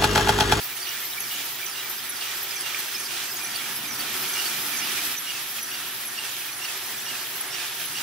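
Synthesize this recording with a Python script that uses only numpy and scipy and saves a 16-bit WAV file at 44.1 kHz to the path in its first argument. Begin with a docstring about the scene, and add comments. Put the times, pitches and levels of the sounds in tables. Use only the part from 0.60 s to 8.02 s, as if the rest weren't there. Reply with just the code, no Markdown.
"""Cams and legs of a many-legged plastic model rub and squeak once a turn as it walks on a table:
rubbing is noise through frame resonances, squeaks are gliding near-sines, snapping legs tick.
A small geared motor turns the cam shaft; its two gear whines are narrow noise that swings in pitch
as the load comes and goes. Mains hum, two steady sines, lies below.
A near pass and a farther pass overlap for a second."""
import sys
import numpy as np
from scipy import signal
from scipy.fft import rfft, irfft, next_fast_len
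from scipy.io import wavfile

SR = 44100
rng = np.random.default_rng(int(sys.argv[2]) if len(sys.argv) > 2 else 0)


def how_loud(loudness_db):
    """Turn decibels into a plain amplitude multiplier (0 dB gives 1, 20 dB gives 10)."""
    steps = np.asarray(loudness_db, float) / 20
    return 10 ** steps


def file_out(sig):
    """Save sig as 16-bit WAV at sys.argv[1]."""
    # one column per channel
    cols = np.atleast_2d(sig).T
    # limit, then scale
    lim = np.clip(cols, -1, 1)
    pcm = np.round(lim * 32767).astype(np.int16)
    wavfile.write(sys.argv[1], SR, pcm)


N = 327222
TIME = np.arange(N) / SR
# passes: start/s, end/s, period of one shaft turn/s
NEAR_PASS, FAR_PASS = (0, 4.555, .4465), (3.54, 7.42, .4485)
# the loudest squeaks, stick-slip save the rows at .841 and 1.296 s, which are the bright tonal core of a short
# broadband tick: [t/s, length/s, start f/Hz, end f/Hz, peak rms level/dB before flutter]
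LOUD_SQUEAKS = [(.035, .033, 14840, 15300, -37), (.196, .025, 5800, 5770, -41),
                (.21, 0.031, 4560, 4730, -36), (0.412, 0.075, 11500, 12400, -41),
                (.486, .034, 14960, 14700, -39), (0.566, 0.027, 2330, 2300, -41.5),
                (0.59, 0.036, 11060, 11600, -32), (.703, 0.043, 14650, 14850, -39),
                (.841, 0.031, 12100, 12260, -34.5), (0.945, 0.021, 14240, 14140, -39),
                (1.01, .04, 2380, 2320, -40), (1.296, 0.025, 13400, 13230, -36),
                (1.384, .02, 14540, 14700, -38), (1.487, .025, 11400, 11200, -31.5),
                (1.604, 0.028, 4620, 4520, -36.5), (1.763, .024, 11290, 11470, -37),
                (1.82, 0.037, 11770, 11600, -39), (1.9, .022, 4960, 4940, -37),
                (1.906, 0.062, 2390, 2330, -44), (2.033, .074, 2790, 2800, -41),
                (2.053, 0.031, 5700, 5900, -41), (2.182, 0.027, 12210, 12210, -35),
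                (2.345, 0.022, 5000, 5300, -33.5), (2.349, 0.043, 2440, 2390, -40),
                (2.377, 0.045, 6190, 6120, -36.5), (2.454, .022, 4930, 4920, -38.5),
                (2.56, .09, 2400, 2370, -46), (2.705, .05, 14940, 15040, -38),
                (2.712, .02, 5200, 5050, -41), (2.786, .02, 5150, 4800, -42), (2.76, .028, 6610, 6550, -41),
                (2.795, .05, 2470, 2340, -40), (2.814, 0.053, 11000, 10800, -36),
                (2.842, 0.037, 6025, 5900, -37.5), (2.91, 0.025, 4800, 4520, -36),
                (2.939, 0.034, 4610, 4600, -39), (2.973, .04, 3250, 3450, -42),
                (3.146, 0.04, 4880, 5220, -40), (3.155, 0.016, 11160, 11000, -32.5),
                (3.272, 0.063, 6210, 5700, -37.5), (3.383, .036, 13180, 13580, -34),
                (3.393, 0.022, 9100, 8950, -34), (3.393, 0.025, 4500, 4650, -33),
                (3.61, 0.02, 5060, 5250, -37), (3.676, 0.041, 11400, 11100, -36),
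                (3.748, .075, 2823, 2850, -33.5), (3.853, 0.029, 4590, 4570, -36),
                (3.854, .03, 13530, 13450, -36), (4.1, .024, 15160, 15310, -30),
                (4.153, 0.026, 5000, 5080, -37), (4.212, 0.049, 2780, 2950, -34.5),
                (4.26, .045, 2900, 2580, -39), (4.31, 0.029, 9190, 9180, -36.5),
                (4.443, 0.036, 12350, 11900, -31), (4.566, 0.03, 6030, 6000, -35.5),
                (4.579, 0.054, 11730, 11130, -38), (4.663, 0.061, 2870, 2830, -35),
                (4.983, 0.019, 2520, 2520, -39), (5.108, 0.056, 2860, 2800, -36.5),
                (5.452, .042, 11400, 11200, -36), (5.569, 0.05, 2820, 2820, -36.5),
                (5.619, 0.057, 2790, 2670, -40), (6.008, 0.054, 2750, 2860, -36.5),
                (6.063, 0.05, 2780, 2510, -40), (6.161, .026, 11900, 12100, -42),
                (6.353, .035, 11100, 11320, -36), (6.461, 0.055, 2830, 2890, -37.5),
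                (6.746, .044, 12750, 12710, -43), (6.802, 0.025, 11340, 11300, -31.5),
                (6.904, 0.067, 5340, 5880, -37), (6.911, 0.056, 2800, 2860, -41),
                (7.139, .042, 13890, 14170, -42), (7.345, 0.058, 2820, 2860, -36)]


def rms_one(x):
    """Normalises a signal to unit effective value."""
    return x / np.sqrt(np.mean(np.abs(x) ** 2) + 1e-20)


def at_hz(points, hz):
    """Reads a spectrum along a logarithmic frequency axis."""
    points_hz, values = np.transpose(points)
    return np.interp(np.log(hz), np.log(points_hz), values)


def in_time(rows):
    """Columns of a time table as envelopes, joined by lines."""
    s, *columns = np.transpose(rows)
    return [np.interp(TIME, s, c) for c in columns]


def over_turn(rows, turn_s):
    """Columns of a table over one turn as periodic modulation at the shaft rate."""
    share, *columns = np.transpose(rows)
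    return [np.interp(TIME / turn_s % 1, share, c, period=1) for c in columns]


def drift(rate):
    """Low-frequency random modulation of spread about 1: random points, rate a second, joined by lines."""
    return 1.22 * np.interp(TIME * rate, np.arange(3200), rng.standard_normal(size=3200))


def during(span):
    """Gates a sound to the duration of one pass."""
    return (TIME >= span[0]) & (TIME < span[1])


def lean(pan_db):
    """Interaural-type level difference L-R as a gain for each of two microphone ports."""
    return how_loud([[pan_db / 2], [-pan_db / 2]])


def place(phase, late, size, pan_db):
    """Phase and level difference place a tone: the right port lags by late radians; size is rms."""
    return np.sqrt(2) * size * lean(pan_db) * np.sin([phase, phase - late])


def rub_levels(unsteady_db):
    """Incoherent superposition: the six layer levels of the overlapping passes add in power."""
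    # slow level in each pass: [t/s, table thrum level/dB, frame level/dB, cam rub level/dB, gear hiss level/dB]
    near_slow, far_slow = [(0, -5.5, -2.5, -1.5, -2), (.7, -1.5, -3, -1.65, -1.5),
                           (1.4, -3.5, -2.5, -1.5, -2.5), (2.1, -2, -1.5, 1, -1),
                           (2.6, -2.5, -1.5, -0.5, -2.5), (3.05, 5.5, -1, -0.3, 0),
                           (3.5, 2.5, -1, 0.5, -0.5), (4.0, 2.5, -0.5, -0.2, 1), (4.555, 4, -3, 0.5, -4)], [(3.54, 5.5, -0.15, 0.35, 1.6), (4.57, -1.5, -1.5, -0.13, 1.3),
                                             (5.3, -2, -1.3, -0.88, 0.081), (6, -2.5, -1.1, -0.38, 0),
                                             (6.7, -2, -0.43, -0.46, 0.17), (7.1, -2, -0.83, .3, 0),
                                             (7.42, 0, -0.045, 0.95, 0.17)]
    # load on the cams over one turn: [share of turn, cam rub level/dB, gear hiss level/dB]
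    near_load, far_load = [(0, 1, 1.5), (.08, -0.5, 1), (.17, -1, -1), (.25, 1, 2.5), (.33, -0.9, -1.5),
                           (.42, 0.5, -0.5), (.52, 1, 2.5), (.6, 0.5, 0), (.67, 2, 2.5), (.83, 2, -1),
                           (.92, 2.3, -1)], [(0, -1, -1), (.08, 1.6, 2.5), (.17, -1.1, -1.5),
                                              (.33, 0, -1.5), (.42, -0.5, -3), (.5, 0.96, -.8), (.6, 2, 0),
                                              (.75, 1.2, 0), (.83, -1.1, -2.5), (.9, -1.3, 0.5),
                                              (.96, -0.52, 2.5)]
    # the cams' rasp around 3 kHz surges once a turn: [share of turn, level/dB]
    near_rasp, far_rasp = [(0, 1), (.08, -1.5), (.2, 1), (.33, -0.5), (.46, -1.5), (.55, -0.5), (.61, 3),
                           (.75, 3), (.86, 2), (.92, 1.5)], [(0, -.5), (.12, 1.4), (.17, -1.5), (.3, -2.5), (.39, -1),
                                              (.43, 0.5), (.6, 2), (.75, 1.5), (.8, 1), (.92, -1)]
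    thrum_follows, frame_follows = 0.24, 0.74    # share of the cam rub's swing felt lower down
    power = 1e-9
    for slow, load, rasp, span in [(near_slow, near_load, near_rasp, NEAR_PASS),
                                   (far_slow, far_load, far_rasp, FAR_PASS)]:
        cam_db, gear_db = over_turn(load, span[2])
        rasp_db, = over_turn(rasp, span[2])
        thrum, frame, cam, gear = in_time(slow)
        level_db = np.array([thrum + thrum_follows * cam_db, frame + frame_follows * cam_db,
                             cam + cam_db, cam + rasp_db, cam + cam_db, gear + gear_db])
        power = power + how_loud(2 * level_db) * during(span)
    return 10 * np.log10(power) + np.array([depth_db * drift(8) for depth_db in unsteady_db])


def rubbing(grit_db, flicker_db, shared_db, unsteady_db):
    """Friction as random excitation of modes: dense tiny slips ring the frame, narrow bands flicker."""
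    # limits of the six layers from table thrum up to gear hiss: [f/Hz]
    layer_edges_hz = [20, 320, 1100, 2200, 4200, 10000, 15730]
    # spectrum of the rubbing noise, only its shape counts: [f/Hz, density level/dB]
    colour = [(20, -23), (45, -29), (75, -21.5), (110, -13), (190, -11.5), (340, -8.5), (520, -10.5),
              (800, -5), (1300, -4), (2600, -3), (5800, -4), (6700, -6.5), (9000, -5.5), (12000, -4),
              (15700, -6)]
    # plastic frame resonances: [f/Hz, width/Hz, lift/dB]
    frame_modes = [(139, 27, 5), (230, 18, 6), (296, 16.5, 5.5), (374.4, 52, 9), (724, 26, 5),
                   (883, 40, 3.5), (1328, 115, 3.5), (1783, 330, 3.5), (2390, 260, 1.5), (2830, 150, -0.5),
                   (3250, 860, 3.5), (5000, 130, 2), (5940, 340, 2)]
    # correlation between left and right: [f/Hz, coefficient]
    likeness = [(60, 0.32), (120, 0.78), (480, 0.84), (1500, 0.63), (3100, 0.52), (5200, 0.23),
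                (6500, 0.0016), (8400, -0.26), (10600, 0.098), (14000, -0.34), (15500, -0.17)]
    # level difference L-R: [f/Hz, level/dB]
    rub_lean = [(60, -1), (150, -3.5), (380, -2.5), (950, -3.5), (2380, -5), (5980, -2.0), (15000, 1)]
    rub_db, far_pan_db = -30.5, 0.1    # usual full-band rms level; L-R shift once the far pass is alone

    size = next_fast_len(N)
    hz = np.maximum(np.arange(size // 2 + 1) * SR / size, 1)
    colour_db = at_hz(colour, hz)
    for centre_hz, width_hz, lift_db in frame_modes:
        colour_db = colour_db + lift_db / (1 + (2 * (hz - centre_hz) / width_hz) ** 2)

    slips = how_loud(grit_db * np.minimum(rng.exponential(1, size), 5))    # uneven slip sizes, heard by both ports
    mid, side = rfft(rng.standard_normal((2, size)) * slips)
    alike = np.clip(at_hz(likeness, hz), -.99, .99)
    pair = np.sqrt(1 + alike) * mid + np.sqrt(1 - alike) * side * [[1], [-1]]
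    pair = pair * how_loud(colour_db) * how_loud(at_hz(rub_lean, hz) / 2 * [[1], [-1]])
    pair = pair / np.std(irfft(pair, size))

    out, together = 0, drift(40)
    bands_per_layer = [2, 4, 4, 4, 4, 5]
    layers = zip(rub_levels(unsteady_db), layer_edges_hz, layer_edges_hz[1:], bands_per_layer)
    for level_db, low, high, count in layers:
        edges = np.geomspace(low, high, count + 1)
        for a, b in zip(edges, edges[1:]):
            depth = np.clip(np.log(b / 100) / 4, .3, 1)          # higher bands flicker more
            band = irfft(pair * ((hz >= a) & (hz < b)), size)[:, :N]
            flicker = depth * (flicker_db * drift(35) + shared_db * together)
            out = out + band * how_loud(rub_db + level_db + flicker)
    shift_db = far_pan_db * (TIME >= NEAR_PASS[1])
    return out * how_loud(shift_db / 2 * [[1], [-1]])


def whines(speeds, turn, span, mesh_hz, trend_db, width_hz, wander, patchy_db, pan_db):
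    """Gear mesh excitation: narrow noise whose frequency follows motor speed under the changing load."""
    start, end, turn_s = span
    speed, = over_turn(speeds, turn_s)
    levels_db = over_turn(turn, turn_s)
    whine_follows = (1, .5)    # exponent on relative speed for the low and the high whine
    blur = signal.butter(2, width_hz / 2, fs=SR, output="sos")
    out = 0
    for centre_hz, level_db, db_per_s, follows in zip(mesh_hz, levels_db, trend_db, whine_follows):
        hz = centre_hz * speed ** follows * (1 + wander * drift(25))
        trend = db_per_s * (TIME - (start + end) / 2)
        level = how_loud(level_db + trend + patchy_db * drift(30))
        real, imag = signal.sosfilt(blur, rng.standard_normal((2, 3, N)))
        shared, *own = real + 1j * imag       # so short a wave reaches each port by its own paths
        rough = rms_one(0.43 * shared * [[1], [-1]] + np.array(own))
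        carrier = np.exp(2j * np.pi * np.cumsum(hz) / SR)
        out = out + np.sqrt(2) * level * lean(pan_db) * (rough * carrier).real
    return out * during(span)


def near_whines():
    """Frequency modulation by load: the two gear whines of the near pass."""
    # motor speed over one turn of the shaft: [share of turn, relative speed]
    near_speed = [(0, .985), (.1, 1.01), (.25, 1.05), (.38, .98), (.5, .92), (.62, .99), (.75, 1.055),
                  (.88, .97), (.93, .95)]
    # whine strength in mid pass: [share of turn, low whine rms level/dB, high whine rms level/dB]
    near_turn = [(0, -41.5, -43), (.1, -38.5, -44), (.25, -44, -43), (.38, -48, -41), (.5, -49, -46),
                 (.62, -53, -43), (.75, -45, -43), (.9, -44, -42)]
    # mesh_hz: low and high whine at usual speed; trend_db: their change in dB per s
    return whines(near_speed, near_turn, NEAR_PASS, mesh_hz=(11700, 14800), trend_db=(0, -2),
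                  width_hz=740, wander=0.0094, patchy_db=1.5, pan_db=0.0)


def hum():
    """Steady periodic vibration: mains lines as sines."""
    # mains lines: [f/Hz, rms level/dB as the mean of both ports]
    mains_lines = [(59.8, -76.5), (119.8, -63)]
    return sum(place(2 * np.pi * hz * TIME, 0, how_loud(db), -3.2) for hz, db in mains_lines)


def glides(rows, wobble, flutter_db, steeper=0.49):
    """Self-sustained oscillation: gliding near-sines, rough in strength, shaken in pitch.

    wobble is the pitch shake as a share at 3 kHz; steeper is its exponent over frequency."""
    path_spread_s = 3e-5    # spread of the delay between the ports
    out, shake, flutter = np.zeros((2, N)), drift(400), drift(250)
    lag_s = path_spread_s * rng.standard_normal(len(rows))
    offset = rng.integers(0, N, len(rows))
    for (s, length, start_hz, end_hz, peak_db, pan_db), lag, skip in zip(rows, lag_s, offset):
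        at = np.arange(round(s * SR), min(round((s + max(length, .005)) * SR), N))
        own = (at + skip) % N                                # every tone shakes in its own way
        hz = np.linspace(start_hz, end_hz, len(at))
        hz = hz * (1 + wobble * (hz / 3000) ** steeper * shake[own])
        swell = np.sqrt(np.abs(np.sin(np.linspace(0, np.pi, len(at)))))
        size = swell * how_loud(peak_db + flutter_db * flutter[own])
        out[:, at] += place(2 * np.pi * np.cumsum(hz) / SR, 2 * np.pi * start_hz * lag, size, pan_db)
    return out


def placed(rows, spread_db):
    """Frequency-dependent level difference: adds the L-R lean for each squeak's pitch, give or take."""
    # usual lean of a squeak: [f/Hz, L-R level/dB]
    squeak_lean = [(2300, -9), (2850, -3.5), (5000, -2.5), (6100, -6), (11000, 1), (15000, 0)]
    rows = np.array(rows)
    pan_db = at_hz(squeak_lean, rows[:, 2]) + spread_db * rng.standard_normal(len(rows))
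    return np.c_[rows, pan_db]


def turn_squeaks(joints, span):
    """Periodic stick-slip: each joint squeaks once a turn with chance; a loud squeak takes its place."""
    start, end, turn_s = span
    spread_s, spread_db, detune = .005, 1.1, 0.00854    # turn-to-turn chance; detune is a share of pitch
    rows, loud = [], np.array(LOUD_SQUEAKS)
    for turn in range(int(start / turn_s), int(end / turn_s) + 1):
        chance = rng.standard_normal((len(joints), 3))
        for joint, (late, off, size) in zip(joints, chance):
            share, length, start_hz, end_hz, peak_db, db_per_s = joint
            s = (turn + share) * turn_s + spread_s * late
            tune = 1 + detune * off
            level_db = peak_db + db_per_s * (s - (start + end) / 2) + spread_db * size
            same_time = np.abs(loud[:, 0] - s) < .025
            same_pitch = np.abs(loud[:, 2] / start_hz - 1) < .05
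            if start <= s < end - .01 and not np.any(same_time & same_pitch):
                rows.append((s, length, start_hz * tune, end_hz * tune, level_db))
    return rows


def faint_chirps(peak_db, count):
    """A random point process: the many lesser joints chirp at chance times and pitches."""
    when, length, pitch, glide, size, side = rng.random((count, 6)).T
    hz = 1200 * 11.0 ** pitch
    rows = np.transpose([when * TIME[-1], 0.017 + 0.0267 * length, hz, hz * (.95 + 0.0767 * glide),
                         peak_db - 6 * size, 8 * side - 6])
    return glides(rows, wobble=0.0087, flutter_db=4.5)


def near_squeaks():
    """Stick-slip friction, strongly shaken in pitch: the joints of the near pass."""
    # joints nearing or leaving the microphone:
    # [share of turn, length/s, start f/Hz, end f/Hz, peak rms level/dB in mid pass, change/dB per s]
    near_joints = [(.06, .03, 4950, 5100, -45.5, 0), (.08, .035, 14850, 14500, -39, -1),
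                   (.24, 0.047, 2424, 2305, -44.5, 0.5), (.25, 0.029, 4870, 4940, -48, 0.5),
                   (.32, 0.042, 11230, 11200, -42, -2), (.34, 0.05, 6200, 5970, -41.5, 1),
                   (.38, 0.041, 2390, 2290, -45.5, 2.5), (.41, .055, 5732, 4930, -45.5, 1.5),
                   (.45, 0.035, 10480, 10630, -43.5, 0.5), (.5, 0.025, 4740, 4600, -45, -1),
                   (.555, 0.087, 2793, 2870, -44.5, -2), (.58, 0.053, 14700, 15100, -44, -1),
                   (.59, 0.036, 4640, 4490, -47, 1), (.59, 0.03, 5750, 5740, -45, 0),
                   (.6, 0.016, 9130, 9100, -40, 3), (.74, 0.068, 2410, 2348, -45.5, 0.5),
                   (.89, 0.024, 12300, 12180, -40, -1), (.89, 0.032, 13550, 13380, -45, 1)]
    rows = turn_squeaks(near_joints, NEAR_PASS)
    return glides(placed(rows, spread_db=1.0), wobble=.02, flutter_db=4.5, steeper=-.3)


def loud_squeaks():
    """Stick-slip friction at its strongest: the squeaks that stand out singly, along with the bright tonal
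    cores of two ticks."""
    return glides(placed(LOUD_SQUEAKS, spread_db=1.0), wobble=.011, flutter_db=4.0, steeper=.25)


def ring_swells():
    """Resonance: noise through one frame mode swells and fades as the model walks on."""
    # modes that ring more for a while: [mid t/s, length/s, f/Hz, width/Hz, peak rms level/dB, mean of ports]
    swells = [(2.14, 2.5, 365, 50, -57.5), (3.45, 1.6, 1370, 130, -48), (6.4, 2.6, 1690, 170, -49),
              (2.6, 1.9, 5650, 1100, -46.5)]
    out = 0
    for s, length, hz, width_hz, peak_db in swells:
        band = signal.butter(1, [hz - width_hz / 2, hz + width_hz / 2], "band", fs=SR, output="sos")
        swell = np.exp(-((TIME - s) / (length / 2)) ** 2)
        out = out + how_loud(peak_db) * swell * rms_one(signal.sosfilt(band, rng.standard_normal(N)))
    return out * lean(-3)


def ticks():
    """Impulsive excitation: a leg snaps off its cam in a short bright noise burst, unlike at the ports."""
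    # snaps: [t/s, level/dB, taken as 10 above the rms level at the burst's peak]
    snaps = [(0.848, -22), (1.2944, -19), (2.1899, -24), (3.3894, -26), (4.4478, -22)]
    length_s, band_hz = 0.011, (10500, 14500)
    swell = sum(how_loud(db - 10) * np.exp(-((TIME - s - length_s / 2) / (length_s / 2)) ** 2)
                for s, db in snaps)
    band = signal.butter(2, band_hz, "band", fs=SR, output="sos")
    return swell * rms_one(signal.sosfilt(band, rng.standard_normal((2, N))))


def far_whines():
    """Frequency modulation by load: the two gear whines of the farther pass."""
    # motor speed over one turn of the shaft: [share of turn, relative speed]
    far_speed = [(0, 1.02), (.12, 1.06), (.22, .975), (.33, .93), (.45, .97), (.6, 1.055), (.72, .99),
                 (.8, .955), (.9, .98)]
    # whine strength in mid pass: [share of turn, low whine rms level/dB, high whine rms level/dB]
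    far_turn = [(0, -45, -55), (.12, -49, -53), (.22, -46, -49), (.33, -42.5, -50), (.45, -48, -48),
                (.6, -59, -56), (.72, -57, -52), (.8, -44, -48), (.9, -46, -56)]
    return whines(far_speed, far_turn, FAR_PASS, mesh_hz=(11800, 14700), trend_db=(-1, 0),
                  width_hz=420, wander=.01, patchy_db=3.0, pan_db=4)


def far_squeaks():
    """Stick-slip friction: the joints of the farther pass."""
    # joints: [share of turn, length/s, start f/Hz, end f/Hz, peak rms level/dB in mid pass, change/dB per s]
    far_joints = [(.03, .06, 15360, 15370, -46, 1), (.11, 0.03, 2475, 2420, -48, -0.24),
                  (.17, .045, 11200, 11060, -41, 0), (.19, 0.036, 6040, 5990, -43, -.8),
                  (.29, 0.045, 10700, 10500, -44.5, 0), (.4, 0.056, 5620, 5660, -43.5, .5),
                  (.45, 0.026, 4600, 4600, -44, 0.84), (.5, .075, 2830, 2515, -44, 0),
                  (.72, 0.044, 11700, 11700, -45, 0), (.73, .04, 14300, 14170, -49, 0),
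                  (.91, 0.032, 5050, 5080, -45.5, -1.8), (.95, .035, 13700, 14100, -44, 0)]
    rows = turn_squeaks(far_joints, FAR_PASS)
    return glides(placed(rows, spread_db=1.0), wobble=.011, flutter_db=4.0, steeper=.25)


def table_hum():
    """Plate vibration: the table top hums briefly on a low gliding tone."""
    # [t/s, length/s, start f/Hz, end f/Hz, peak rms level/dB before flutter, L-R level/dB]
    table_tones = [(7.15, .45, 154.4, 158, -57, -3)]
    return glides(table_tones, wobble=.05, flutter_db=2.0)


def scene():
    """Linear superposition of rubbing, whines, hum, squeaks, swells and ticks."""
    rub = rubbing(grit_db=2.0, flicker_db=0.5, shared_db=0.57,
                  unsteady_db=[1.46, 0.83, 0.32, 0.48, 0.46, 0.7])
    squeaking = near_squeaks() + loud_squeaks() + far_squeaks() + faint_chirps(peak_db=-47.5, count=500)
    gears = near_whines() + far_whines()
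    return rub + gears + hum() + squeaking + ring_swells() + ticks() + table_hum()


def roll_off(x):
    """The treble ends steeply here."""
    return signal.sosfilt(signal.butter(12, 16940, fs=SR, output="sos"), x)


def record(dry):
    """Low-pass filtering: an elliptic filter cuts the top steeply."""
    cut = signal.ellip(10, .5, 80, 15740, fs=SR, output="sos")
    return roll_off(signal.sosfilt(cut, dry))


dry = scene()
out = record(dry)
file_out(out)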